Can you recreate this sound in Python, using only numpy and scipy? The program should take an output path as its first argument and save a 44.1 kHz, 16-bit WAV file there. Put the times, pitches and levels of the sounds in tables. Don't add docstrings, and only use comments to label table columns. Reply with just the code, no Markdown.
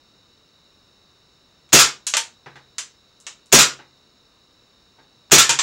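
import sys
import numpy as np
from scipy import signal
from scipy.fft import rfft, irfft
from scipy.io import wavfile

SR = 44100
rng = np.random.default_rng(int(sys.argv[2]) if len(sys.argv) > 2 else 0)


def generate_wav(signal):
    frames = np.transpose(np.atleast_2d(signal))
    scaled = np.clip(frames, -1, 1) * 32767
    pcm = np.round(scaled).astype(np.int16)
    wavfile.write(sys.argv[1], SR, pcm)


N = 248062
T = np.arange(int(.7 * SR)) / SR


def amp(db):
    return 10 ** (np.asarray(db) / 20)


def unit(x):
    return x / np.sqrt(np.sum(x ** 2) + 1e-20)


def read(points, hz):
    table_hz, value = np.transpose(points)
    return np.interp(np.log(hz + 1), np.log(table_hz + 1), value)


def add(mix, start_s, sound):
    part = mix[round(start_s * SR):][:len(sound)]
    part += sound[:len(part)]


def through(x, response):
    return signal.fftconvolve(x, response)[:len(x)]


def pulse(spectrum, tilt_db=0, treble_db=0, size=4096):
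    hz = abs(np.fft.fftfreq(size, 1 / SR))
    tilt = tilt_db * np.log2(np.maximum(hz, 500) / 500)
    treble = treble_db * np.clip((hz - 8000) / 2000, 0, 1)
    log_gain = np.log(amp(read(spectrum, hz) + tilt + treble))
    shape = np.fft.ifft(np.exp(np.conj(signal.hilbert(log_gain)))).real
    return unit(np.pad(shape[:size // 2], (0, len(T) - size // 2)))


def ring(modes):
    return unit(sum(amp(db - 60 * T / t60) * np.sin(2 * np.pi * hz * T) for hz, db, t60 in modes))


def resound(modes, rise_s, pitch=1):
    waves = 0
    for hz, db, t60 in modes:
        cycles = pitch * hz * T + rng.random()
        waves = waves + amp(db - 60 * T / t60) * np.sin(2 * np.pi * cycles)
    return unit(waves * (1 - np.exp(-T / rise_s)))


def burst(delay_s, rise_s, hold_s, t60_s):
    age = np.maximum(T - delay_s, 0)
    swell = 1 - np.exp(-age / rise_s)
    fade = amp(-60 * np.maximum(age - hold_s, 0) / t60_s)
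    return rng.standard_normal(len(T)) * swell * fade


def contact(length_s):
    z = rfft(rng.standard_normal(len(T)) * amp(-60 * T / length_s))
    even = irfft(z / (abs(z) + 1e-9), len(T))
    return unit(even * amp(-20 * T / length_s))


# pitch_hz, t60_s
ROOM_DECAY = [(100, 0.2), (400, 0.34), (1000, 0.26), (3000, 0.23), (6500, 0.22), (10000, 0.17),
              (16000, 0.1546)]
# pitch_hz, level_db, t60_s
STANDING_WAVES = [(135, 0, .6), (151, -2, .42), (245, -9, .35), (345, -7, .28), (410, -5, .28)]


def room(direct_db, boom_db, build_s=0.00068, wall_s=0.0096, wall_db=-17):
    hz, t, z = signal.stft(rng.standard_normal(len(T)), SR, nperseg=256)
    fading = z * amp(-60 * t / read(ROOM_DECAY, hz)[:, None])
    tail = signal.istft(fading, SR, nperseg=256)[1][:len(T)]
    path = unit(tail * (1 - np.exp(-T / build_s))) + amp(boom_db) * ring(STANDING_WAVES)
    path[0] += amp(direct_db)
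    path[round(wall_s * SR)] += amp(wall_db)
    return unit(path)


# pitch_hz, level_db
HISS_SPECTRUM = [(20, -5.5), (60, 1.5), (200, -0.5), (500, -4), (800, -9.5), (1200, -6.5), (1800, -12.5),
                 (2800, -15), (3400, -24.5), (6800, -20.5), (8200, -25.5), (11000, -32.5), (16000, -37)]
# pitch_hz, width_hz (half amplitude at 0.55 width either side), level_db (rms)
WHIR_BANDS = [(2850, 460, -74.5), (3715, 160, -67.5), (3920, 210, -63.5), (4470, 300, -70),
              (5334, 340, -68), (6230, 310, -78.5), (6810, 450, -76.5)]


def background(hiss_db=-61, whine_hz=15682, whine_db=-84):
    hz = np.fft.rfftfreq(N, 1 / SR)
    power = amp(hiss_db) ** 2 * unit(amp(read(HISS_SPECTRUM, hz))) ** 2
    for centre_hz, width_hz, db in WHIR_BANDS:
        band = unit(1 / (1 + ((hz - centre_hz) / (0.55 * width_hz)) ** 2))
        power = power + (amp(db) * band) ** 2
    noise = irfft(rfft(rng.standard_normal(N)) * np.sqrt(power * len(hz)), N)
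    whine = np.sqrt(2) * np.sin(2 * np.pi * whine_hz * np.arange(N) / SR)
    return noise + amp(whine_db) * whine


# pitch_hz, level_db
KNOCK_SPECTRUM = [(40, -44), (130, -6), (200, -9), (370, -2), (650, -4.5), (900, 3.5), (1250, -0.5),
                  (1650, 4), (3000, -5.5), (6500, -17), (10000, -35), (16000, -53)]
# start_s, level_db, tilt_db (per octave)
KNOCK_EVENTS = [(2.46, -8, -1.5), (2.556, -12.5, 1), (3.790, -13, -1), (4.983, -21.5, -4.5),
                (5.49, 5.5, 1.5)]


def knocks():
    out = np.zeros(N)
    for start_s, db, tilt_db in KNOCK_EVENTS:
        hit = through(contact(length_s=0.037), pulse(KNOCK_SPECTRUM, tilt_db))
        add(out, start_s, amp(db) * unit(through(hit, room(direct_db=-8.0, boom_db=-10))))
    return out


# pitch_hz, level_db
CLICK_SPECTRUM = [(60, -46), (200, -30.5), (330, -22.5), (600, -19), (1100, -8), (1600, -4), (2100, -2.5),
                  (3000, 2), (4800, 1.5), (7200, 8), (8300, 1), (10000, -13), (13000, -27.5), (16000, -40)]
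# start_s, level_db, tilt_db (per octave)
TICK_EVENTS = [(1.691, -29, -6), (3.2016, -24.5, 8), (3.4597, -30, 7), (5.299, -23.5, -10)]


def ticks(gap_s=.008, second_db=-3):
    out = np.zeros(N)
    for start_s, db, tilt_db in TICK_EVENTS:
        tick = through(pulse(CLICK_SPECTRUM, tilt_db, treble_db=4.5), contact(length_s=.008))
        tick = unit(through(tick, room(direct_db=-0.5, boom_db=-27.5)))
        add(out, start_s, amp(db) * tick)
        add(out, start_s + gap_s, amp(db + second_db) * tick)
    return out


# pitch_hz, level_db, t60_s
PING_MODES = [(6134, 0.5, 0.025), (6654, -1.5, 0.027), (7090, 2.5, 0.0074)]
# pitch_hz (before pitch_factor), level_db, t60_s
STRUCK_MODES = [(510, -12, .16), (921, 0, .19), (1580, -1, .13), (2400, 0, .13), (3080, -2, .14),
                (3570, -5, .14), (5610, -7, .15), (6130, -5, .1), (6650, -5, .15)]
# start_s, level_db, tilt_db (per octave), treble_db (shelf from 8 to 10 kHz),
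# ring_db (relative to level_db), pitch_factor, direct_db (direct sound)
CLICK_EVENTS = [(2.0672, 9, 1, 7.5, -24.5, 1.08, -8), (2.1379, 13, -4.5, -17, -10, 1.29, -0.5),
                (2.1686, 14, -2.5, 10, -10, 0.99, 0.5), (2.7829, 5, -2, 3.5, -19.5, 1.25, -4),
                (3.2665, -2, -3.5, -2, -17.5, 1.25, -4.5), (5.4930, 18, -3, 4.5, -8.5, 1.005, -9),
                (5.589, 16, -4, -9, -27, 1.3, -7.5)]


def clicks():
    out = np.zeros(N)
    for start_s, db, tilt_db, treble_db, ring_db, pitch, direct_db in CLICK_EVENTS:
        impact = pulse(CLICK_SPECTRUM, tilt_db, treble_db) + amp(-17) * ring(PING_MODES)
        hit = through(impact, contact(length_s=0.019))
        path = room(direct_db, boom_db=-22, build_s=0.00095, wall_db=-15)
        add(out, start_s, amp(db) * unit(through(hit, path)))
        add(out, start_s, amp(db + ring_db) * resound(STRUCK_MODES, rise_s=0.0032, pitch=pitch))
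    return out


# pitch_hz, level_db
SLIDE_SPECTRUM = [(60, -13.5), (200, -18), (400, -19), (800, -13.5), (1300, 0), (1600, -0.5), (1950, -4),
                  (2600, 0.5), (5000, 0.5), (7400, 1.5), (9500, -11), (12000, -18), (16000, -25.5)]


def sear_and_swing(metal, blow_s):
    tick = pulse(SLIDE_SPECTRUM, tilt_db=-3.0, treble_db=-10.5) + amp(-10.5) * ring(PING_MODES)
    for lead_s, db in (0.0066, -3), (.0027, 4):
        add(metal, blow_s - lead_s, amp(db) * unit(through(tick, contact(length_s=0.014))))


# pitch_hz, level_db
HAMMER_SPECTRUM = [(100, -10.5), (400, -15.5), (1000, -3.5), (2500, -3), (5000, -8), (6500, -0.5),
                   (7700, -4.5), (9500, -17), (16000, -34)]
# pitch_hz, level_db, t60_s
FRAME_MODES = [(2452, -1, 0.16), (2630, -0.5, .17), (3176, -2.5, 0.11), (4270, 3, 0.13), (5670, 1, 0.15),
               (5890, -0.5, 0.11), (6380, -1.5, 0.18), (6674, -0.5, 0.18), (7600, -6, 0.1)]


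def hammer(metal, ringing, blow_s, blow_db=30.5, ring_db=19):
    blow = pulse(HAMMER_SPECTRUM) + amp(-2.0) * ring(PING_MODES)
    add(metal, blow_s, amp(blow_db) * unit(blow))
    add(ringing, blow_s, amp(ring_db) * resound(FRAME_MODES, rise_s=0.0028))


# pitch_hz, level_db
GAS_SPECTRUM = [(100, -12), (500, -11), (1500, -5), (2500, -1), (4500, 0.5), (6300, 2), (7700, -3),
                (9500, -11), (16000, -32.5)]
# pitch_hz, level_db
PUFF_SPECTRUM = [(20, -24.5), (80, -11.5), (145, -3.5), (230, 0.5), (370, 0), (470, -2), (620, -3.5),
                 (1000, -14), (3000, -37)]
# pitch_hz, level_db, t60_s
HOLLOW_MODES = [(148, -9, .24), (340, -4, .1), (385, 0, .09), (450, -1, .09), (540, -7, .12),
                (688, -5, .12), (867, -9, .1)]


def gas_burst(gas, ringing, blow_s, weight_db):
    jet_db, puff_db, hollow_db, puff_lag_s = 27, 13.5, 20.5, .006
    jet = burst(delay_s=.004, rise_s=.003, hold_s=.022, t60_s=.06)
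    add(gas, blow_s, amp(jet_db) * unit(through(jet, pulse(GAS_SPECTRUM))))
    add(gas, blow_s + puff_lag_s, amp(puff_db + weight_db) * pulse(PUFF_SPECTRUM))
    add(ringing, blow_s + puff_lag_s, amp(hollow_db) * resound(HOLLOW_MODES, rise_s=0.0007))


# pitch_hz, level_db, t60_s
SPRING_MODES = [(1130, -9, .17), (1338, 0, .17), (1375, -4, .16), (1650, -8, .15)]


def slide_home(metal, ringing, home_s, spring_db):
    slam_db, ring_db, spring_lag_s = 27, 11, .0067
    chatter = unit(burst(delay_s=.003, rise_s=.001, hold_s=.009, t60_s=.12))
    seating = contact(length_s=.015) + chatter
    add(metal, home_s, amp(slam_db) * unit(through(pulse(SLIDE_SPECTRUM), seating)))
    add(ringing, home_s, amp(ring_db) * resound(FRAME_MODES, rise_s=0.002))
    add(ringing, home_s + spring_lag_s, amp(spring_db) * resound(SPRING_MODES, rise_s=.006))


# start_s (hammer blow), weight_db (added to the low puff), spring_db (recoil spring ring)
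SHOT_EVENTS = [(1.7299, -0.5, 15.5), (3.5259, 5, -3), (5.3178, -2, 12.5)]


def pistol(cycle_s=.0597, slowing_s=.0027):
    metal, gas, ringing = np.zeros((3, N))
    for fired, (blow_s, weight_db, spring_db) in enumerate(SHOT_EVENTS):
        sear_and_swing(metal, blow_s)
        hammer(metal, ringing, blow_s)
        gas_burst(gas, ringing, blow_s, weight_db)
        home_s = blow_s + cycle_s + slowing_s * fired
        slide_home(metal, ringing, home_s, spring_db)
    body = through(metal, room(direct_db=-1, boom_db=-26.5))
    muzzle = through(gas, room(direct_db=-2, boom_db=-30.5))
    return ringing + body + muzzle


def scene():
    return (background() + knocks() + ticks() + clicks() + pistol())[None]


def record(dry, ceiling=0.58, low_cut_hz=38, band_limit_hz=16000):
    fine = signal.resample_poly(dry, 2, 1, axis=1) / ceiling
    flat = ceiling * fine / (1 + fine ** 8) ** (1 / 8)
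    flat = signal.resample_poly(flat, 1, 2, axis=1)
    thinned = signal.lfilter(*signal.butter(1, low_cut_hz, "high", fs=SR), flat)
    lowpass = signal.firwin(255, band_limit_hz, window=("kaiser", 9), fs=SR)
    return signal.oaconvolve(thinned, lowpass[None], "same")


dry = scene()
out = record(dry)
generate_wav(out)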